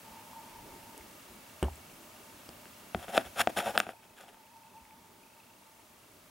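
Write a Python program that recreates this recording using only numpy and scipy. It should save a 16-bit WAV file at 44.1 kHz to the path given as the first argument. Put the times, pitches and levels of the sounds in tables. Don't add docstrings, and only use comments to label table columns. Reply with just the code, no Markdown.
import sys
import numpy as np
from scipy import signal
from scipy.io import wavfile

SR = 44100
rng = np.random.default_rng(int(sys.argv[2]) if len(sys.argv) > 2 else 0)


def linear_from_db(decibels):
    return 10 ** (np.asarray(decibels, float) / 20)


def to_wav(s):
    ch = np.atleast_2d(s).T
    pcm = np.round(np.clip(ch, -1, 1) * 32767)
    wavfile.write(sys.argv[1], SR, pcm.astype(np.int16))


N = 277830

# start in seconds, peak in dB, contact hardness in Hz,
# level of the stiff card tones in dB.
PRESSES = [(2.4896, -44, 2520, -24), (2.654, -39.5, 3000, 11), (2.9458, -17, 2570, 0),
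           (3.081, -29.5, 2500, 3), (3.251, -34, 6050, 2), (3.566, -23, 2000, -1), (3.866, -29.5, 2500, -2),
           (4.343, -49, 2980, 16)]
# start in seconds, peak in dB, contact hardness in Hz, level of the
# stiff card tones in dB, drum pitch as the grip loads the sheet as a ratio.
RIM_HITS = [(3.152, -31, 1500, -3, 0.96), (3.1765, -7, 3800, -2.5, .9), (3.3945, -21, 1500, 0, 1.15),
            (3.4125, -21, 1500, -3, 1.12), (3.4716, -10, 3620, -2, 1.008), (3.7505, -27, 1010, 14, 1.02),
            (3.7562, -24, 1220, 8, 0.95)]
# start in seconds, peak in dB, contact hardness in Hz,
# level of the stiff card tones in dB.
BOUNCES = [(3.7757, -6.5, 5170, 9.5), (3.8005, -9.5, 6900, 7.5), (3.811, -28, 2000, 6),
           (3.89, -26, 2500, -1), (3.934, -44.5, 1200, -6)]
PRESS_DESK_DB, RIM_DESK_DB, BOUNCE_DESK_DB = -12, -26, -35
COIN_FREE_S, COIN_FREE_DB = 3.7772, -32.5

# pitch in Hz, level in dB, 60 dB decay in seconds.
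CARD_DRUM = [(711, 3.5, 0.025), (213, -13.5, 0.063), (624, -20, 0.075), (305, -22.5, 0.14),
             (780, -34, 0.019)]
CARD_LOW = [(220, -14, 0.091), (313, -15.5, 0.08), (415, -1, 0.016), (550, 1, 0.036), (691, 5, 0.032),
            (794, 4, 0.03), (953, -5, 0.027)]
CARD_MID = [(1210, -2.5, 0.0096), (1554, 2.5, 0.0084), (1915, -1, 0.0069), (2633, -1.5, 0.0078),
            (2990, 0, 0.0064), (3387, 3, 0.0037)]
CARD_TOP = [(5340, -4.5, 0.0047), (7090, -4.5, 0.0049), (9500, 5.5, 0.0015), (11500, 7, 0.00077),
            (13300, -2.5, 0.0022), (15200, -10, 0.0022)]
# pitch in Hz, level in dB, 60 dB decay in seconds.
COIN = [(8880, -9, .1), (8880, -9, .035), (8760, -18, .1), (14900, -14, .05), (14960, 0, .07),
        (14960, -1, .015)]
# pitch in Hz, level in dB, 60 dB decay in seconds.
DESK = [(108.4, -7, 0.29), (138.3, -18, 0.63), (189, 9, 0.079), (237.8, 0.5, 0.18), (363, 5.5, 0.13),
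        (426, 6, 0.05), (565, -13, 0.069), (744, 5.5, 0.041), (860, -17, .03)]
DESK_BOOM = [(75.7, 0, 0.27), (60.7, 0, 0.2)]

# moment of most pressure in seconds, card drone in dB,
# rise in seconds, fall in seconds, speed as rasp in dB over the drone.
STROKES = [(3.000, -52.5, 0.059, 0.035, -2), (3.041, -43, 0.035, 0.02, -5.5),
           (3.097, -46.5, 0.021, 0.054, 0.5), (3.158, -33, 0.041, 0.027, -4.5),
           (3.176, -34, 0.024, 0.012, 1), (3.199, -41, 0.046, 0.034, -5), (3.271, -48.5, 0.04, 0.02, -1.5),
           (3.380, -40.5, 0.027, 0.037, -0.5), (3.400, -31, 0.022, 0.027, 3),
           (3.415, -29.5, 0.014, 0.0047, 7.5), (3.429, -45, 0.019, 0.034, -4),
           (3.499, -39, 0.0081, 0.011, -6.5), (3.573, -42, 0.0054, 0.034, 8),
           (3.589, -29, 0.029, 0.038, -2), (3.625, -35.5, 0.017, 0.011, -10),
           (3.672, -32, 0.049, 0.061, -6.5), (3.71, -33, 0.023, 0.0085, -12),
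           (3.755, -31, 0.022, 0.027, -13.5), (3.792, -42, 0.016, 0.015, 1),
           (3.819, -48, 0.0079, 0.05, -0.5), (3.902, -50, 0.055, 0.026, -1)]
# moment of most pressure in seconds,
# card drone in dB, speed as rasp in dB over the drone.
BRUSHES = [(4.037, -58.5, -0.5), (4.177, -62, 8.5), (4.209, -57, 3.5), (4.232, -53, -4.5),
           (4.260, -63, -3.5), (4.289, -57.5, -1), (4.335, -63, -2), (4.37, -70, -3), (4.40, -80, 9)]
BRUSH_RISE_S, BRUSH_FALL_S = 0.016, 0.03
# start in seconds, peak in dB, pitch in Hz, ring in cycles.
TICKS = [(.330, -42.5, 960, 17), (0.9776, -31, 10600, 8.9), (1.009, -47, 2170, 16), (1.6274, -28, 2850, 19),
         (1.629, -25.5, 377, 18), (1.628, -30, 8400, 98), (1.639, -36, 2900, 46), (1.645, -42, 8500, 40),
         (1.682, -31, 830, 12.6), (1.756, -39.5, 8100, 25), (1.628, -33, 11500, 13), (2.490, -44, 3230, 15),
         (2.490, -38.5, 4800, 14), (2.490, -40.5, 8700, 15), (4.175, -54, 7550, 17),
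         (4.2102, -38, 9500, 4.3), (4.288, -45.5, 2900, 14), (4.289, -54, 8700, 20), (4.567, -48, 6000, 4),
         (4.852, -47, 2200, 8), (4.908, -49, 2280, 16)]
# start in seconds, peak in dB, contact hardness in Hz, boom in dB.
THUMPS = [
    (1.6264, -14, 510, -11),
    (2.489, -35.5, 590, -26),
    (2.947, -28.5, 410, -15),
]

# time in seconds, rumble in dB.
GRIP = [(0, -64), (0.35, -67), (0.7, -52), (0.82, -60), (1.03, -59), (1.2, -66.5), (1.32, -59),
        (1.5, -66.5), (1.8, -60), (2.2, -65.5), (2.9, -63.5), (3.95, -73.5), (4.2, -63), (4.55, -83),
        (4.75, -67.5), (5.13, -69.5), (5.5, -72.5), (6.3, -64.5)]
# frequency in Hz, density in dB per Hz.
RUMBLE = [(15, -50), (25, 5), (71, -13), (118, 5), (162, -40), (211, 1.5), (299, 1), (500, -11.5),
          (650, -28), (1100, -120)]
# moment in seconds (the jolt sets in about 25 ms before it), peak in dB.
JOLTS = [(0.12, -59), (0.741, -56), (0.846, -62), (1.017, -50), (1.315, -54), (2.1, -68), (2.35, -57),
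         (3.28, -48), (3.6, -56), (4.831, -56), (5.0, -65)]
# pitch in Hz, level in dB, 60 dB decay in seconds.
JOLT_TONES = [(55, -3, 0.15), (90.5, -3, 0.17)]

# time in seconds, whine in dB.
MOTOR = [(0.03, -78), (0.055, -55.5), (0.6, -55.5), (1.0, -61), (1.12, -68), (2.2, -71), (2.9, -72),
         (3.95, -64.5), (4.36, -65.5), (4.39, -62.5), (5.02, -63), (5.19, -70.5), (5.24, -68.5),
         (5.8, -66.5), (6.3, -79)]
# centre in seconds, level in dB.
SURGES = [(0.385, -49.5), (0.588, -55), (0.735, -60), (1.0, -67), (2.30, -60), (2.655, -63), (2.831, -79),
          (4.57, -58.5), (4.69, -66), (4.775, -54), (4.92, -61), (5.385, -64)]
SURGE_S, WHINE_HZ = 0.034, 906
# time in seconds, click peak in dB, pitch in Hz.
LENS = [(0, -61, 2700), (1.0, -59, 2740), (2.9, -57.5, 2735), (3.9, -59.5, 2560), (4.7, -61, 2650),
        (5.2, -58, 2480), (5.35, -58, 2640), (5.7, -64, 2740), (6.3, -64, 2720)]
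# from in seconds, to in seconds.
LENS_RESTS = [(4.15, 4.42), (4.82, 5.21)]
FRAME_RATE = 29.97

# time in seconds, gain in dB.
GAIN = [(0, 0), (2.9, -0.5), (3.78, 2), (3.83, -7.5), (6.3, -5.5)]
# frequency in Hz, density in dB per Hz.
HISS = [(24, -46), (40, -21), (112, 1), (147, -10), (231, 0), (382, -10.5), (600, -4), (751, -9),
        (896, -3.5), (1680, -10), (2770, -10.5), (3380, -13.5), (16000, -17)]
HISS_DB = -53.5
# pitch in Hz, width in Hz, level in dB.
HUMS = [(227, 92, -72.5), (610.8, 69, -68.5), (1211, 23, -73.5), (2245, 110, -73)]
LINE_HZ = 15734
# frequency in Hz, likeness from 0 to 1.
LIKENESS = [(60, 0.97), (180, 0.97), (550, 0.14), (1650, 0.13), (4970, 0.42), (15000, 0.77)]


def rms_one(x):
    return x / np.sqrt(np.mean(x ** 2) + 1e-20)


def in_time(rows):
    s, *columns = np.transpose(rows)
    return [np.interp(np.arange(N) / SR, s, column) for column in columns]


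def at_hz(points, hz):
    table_hz, value = np.transpose(points)
    return np.interp(np.log(hz), np.log(table_hz), value)


def drift(rate):
    r = np.exp(-80 * np.pi * rate / SR)
    white = rng.standard_normal(N // 40 + 2002)
    slow = signal.lfilter([1], [1, -2 * r, r * r], white)[2000:]
    return np.interp(np.arange(N) / 40, np.arange(len(slow)), rms_one(slow))


def band(x, low_hz, high_hz):
    return signal.sosfilt(signal.butter(2, [low_hz, high_hz], "band", fs=SR, output="sos"), x)


def ring(force, modes, scatter_db=0):
    out = 0
    for k, (hz, level_db, t60) in enumerate(modes):
        r = linear_from_db(-60 / (t60 * SR))
        w = 2 * np.pi * hz / SR
        gain = (-1) ** k * linear_from_db(level_db + scatter_db * rng.standard_normal())
        out = out + gain * signal.lfilter([0, np.sin(w)], [1, -2 * r * np.cos(w), r * r], force + 1e-18)
    return out


def contact(hz):
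    push = np.zeros(SR // 4)
    push[0] = -1
    return signal.sosfilt(signal.butter(2, np.clip(hz, 50, .45 * SR), fs=SR, output="sos"), push)


def add(out, s, sound, peak_db, pan_db=0):
    i = round((s + .001) * SR)
    sound = sound[:N - i] / abs(sound).max()
    out[:, i:i + len(sound)] += sound * linear_from_db(peak_db + pan_db * np.array([[.5], [-.5]]))


def knocks():
    out = np.zeros((2, N))
    for blows, desk_db in ((PRESSES, PRESS_DESK_DB), (RIM_HITS, RIM_DESK_DB), (BOUNCES, BOUNCE_DESK_DB)):
        for s, peak_db, hz, stiff_db, *ratio in blows:
            push = contact(hz)
            sheet = np.array(CARD_DRUM) * [np.prod(ratio), 1, 1]
            drum, stiff, top = [ring(push, modes, scatter_db=1.5) for modes in (sheet, CARD_MID, CARD_TOP)]
            snap = linear_from_db(-3) * np.diff(push, prepend=0)
            add(out, s, drum + linear_from_db(stiff_db) * (stiff + top + snap), peak_db, pan_db=2)
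            add(out, s, ring(contact(750), DESK), peak_db + desk_db)
    add(out, COIN_FREE_S, ring(contact(14000), COIN), COIN_FREE_DB, pan_db=5)
    return out


def strokes():
    t = np.arange(N) / SR
    power = np.zeros((3, N))
    brushes = [(s, db, BRUSH_RISE_S, BRUSH_FALL_S, speed_db) for s, db, speed_db in BRUSHES]
    for s, drone_db, rise, fall, rasp_db in STROKES + brushes:
        hiss_db = rasp_db - 7.5
        pressure = np.interp(t, [s - rise, s, s + fall], [0, 1, 0])
        power += (pressure ** 0.95 * linear_from_db(drone_db + np.array([[0], [rasp_db], [hiss_db]]))) ** 2
    out, clumps = 0, drift(130)
    for modes, level, catches_per_s in zip([CARD_LOW, CARD_MID, CARD_TOP], np.sqrt(power), [1500, 2500, 6000]):
        size_db = 1.8 * np.minimum(rng.exponential(1, (2, N)), 5) + 1.6 * clumps
        sizes = linear_from_db(size_db) * rng.choice([-1, 1], (2, N))
        caught = rng.random((2, N)) < catches_per_s / SR
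        mid, side = ring(sizes * caught, modes)
        out = out + level * rms_one(mid + 0.13 * side * [[1], [-1]])
    return out * linear_from_db([[.7], [-.7]])


def ticks():
    out = np.zeros((2, N))
    for s, peak_db, hz, cycles in TICKS:
        tones = [(hz, 0, cycles / hz), (hz * 1.16, -5, cycles / hz / 2)]
        add(out, s, ring(contact(9100), tones), peak_db)
    return out


def thumps():
    out, t = np.zeros((2, N)), np.arange(SR // 4) / SR
    for s, peak_db, hz, boom_db in THUMPS:
        push = contact(hz)
        add(out, s, ring(push, DESK) + linear_from_db(52) * push, peak_db)
        add(out, s, ring(push, DESK_BOOM), peak_db + boom_db)
        rattle = band(rng.standard_normal(len(t)), 300, 950) * linear_from_db(-60 * t / 0.18)
        add(out, s + 0.00202, rattle, peak_db - 17)
    return out


def room(x):
    t = np.arange(SR // 4) / SR
    tail = rng.standard_normal((2, len(t))) * linear_from_db(-60 * t / 0.26) * (t > .003)
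    tail = signal.lfilter([1], [1, -.6], tail)
    return linear_from_db(-54.5) * signal.fftconvolve(x, tail, axes=1)[:, :N]


def coloured(spectrum, patchy_db, count):
    edges = np.geomspace(spectrum[0][0], spectrum[-1][0], num=count)
    out, white = 0, rng.standard_normal((2, 2, N))
    for k, (low, high) in enumerate(zip(edges, edges[1:])):
        mid, side = band(white[k % 2], low, high)
        alike = np.clip(np.sqrt(at_hz(LIKENESS, low)), 0, 1)
        gain = linear_from_db(at_hz(spectrum, np.sqrt(low * high)) + patchy_db * drift(8))
        out = out + gain * (np.sqrt(1 + alike) * mid + np.sqrt(1 - alike) * side * [[1], [-1]])
    return rms_one(out)


def narrow(hz, width_hz):
    sos = signal.butter(1, [hz - width_hz / 2, hz + width_hz / 2], "band", fs=SR, output="sos")
    return rms_one(signal.sosfilt(np.vstack([sos, sos]), rng.standard_normal(N)))


def grip():
    out = linear_from_db(in_time(GRIP)[0] + 1.5 * drift(9)) * coloured(RUMBLE, patchy_db=3.5, count=10)
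    for s, peak_db in JOLTS:
        add(out, s - .025, ring(contact(70), JOLT_TONES), peak_db)
    return out


def lens_motor():
    t = np.arange(N) / SR
    surge = sum(linear_from_db(db) * np.exp(-((t - s) / SURGE_S) ** 2 * 2) for s, db in SURGES)
    tone = np.sqrt(2) * np.sin(2 * np.pi * np.cumsum(WHINE_HZ + 14 * drift(20.74)) / SR)
    whine = rms_one(narrow(900, 104) + 0.41 * tone)
    return linear_from_db(in_time(MOTOR)[0] + 0.57 * drift(25)) * whine + surge * tone


def lens_clicks():
    out, (click_db, hz) = np.zeros((2, N)), in_time(LENS)
    t = np.arange(round(0.0096 * SR)) / SR
    step_s = (np.arange(1, 188) - .25) / FRAME_RATE
    for s, (pitch_chance, level_chance) in zip(step_s, rng.standard_normal((187, 2))):
        i = round(s * SR)
        blip = np.sin(2 * np.pi * hz[i] * (1 + .008 * pitch_chance) * t) * np.hanning(len(t))
        if not any(a < s < b for a, b in LENS_RESTS):
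            add(out, s, blip, click_db[i] + 2 * level_chance)
    return out


def floor():
    hums = sum(linear_from_db(level_db) * narrow(hz, width_hz) for hz, width_hz, level_db in HUMS)
    whistle = linear_from_db(-72 + 1.2 * drift(6)) * np.sin(2 * np.pi * LINE_HZ * np.arange(N) / SR)
    hiss = linear_from_db(HISS_DB) * coloured(HISS, patchy_db=.4, count=22)
    return linear_from_db(in_time(GAIN)[0]) * (hiss + hums + whistle)


def scene():
    hits = knocks() + ticks()
    contacts = hits + room(hits) + strokes() + thumps()
    return contacts + grip() + lens_motor() + lens_clicks() + floor()


def top_cut(x):
    return signal.sosfilt(signal.butter(12, 16940, fs=SR, output="sos"), x)


def record(dry):
    mic = signal.sosfilt(signal.butter(2, 45, "high", fs=SR, output="sos"), dry)
    mix = signal.sosfilt(signal.ellip(8, .3, 30, 15950, fs=SR, output="sos"), mic)
    return top_cut(mix)


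dry = scene()
out = record(dry)
to_wav(out)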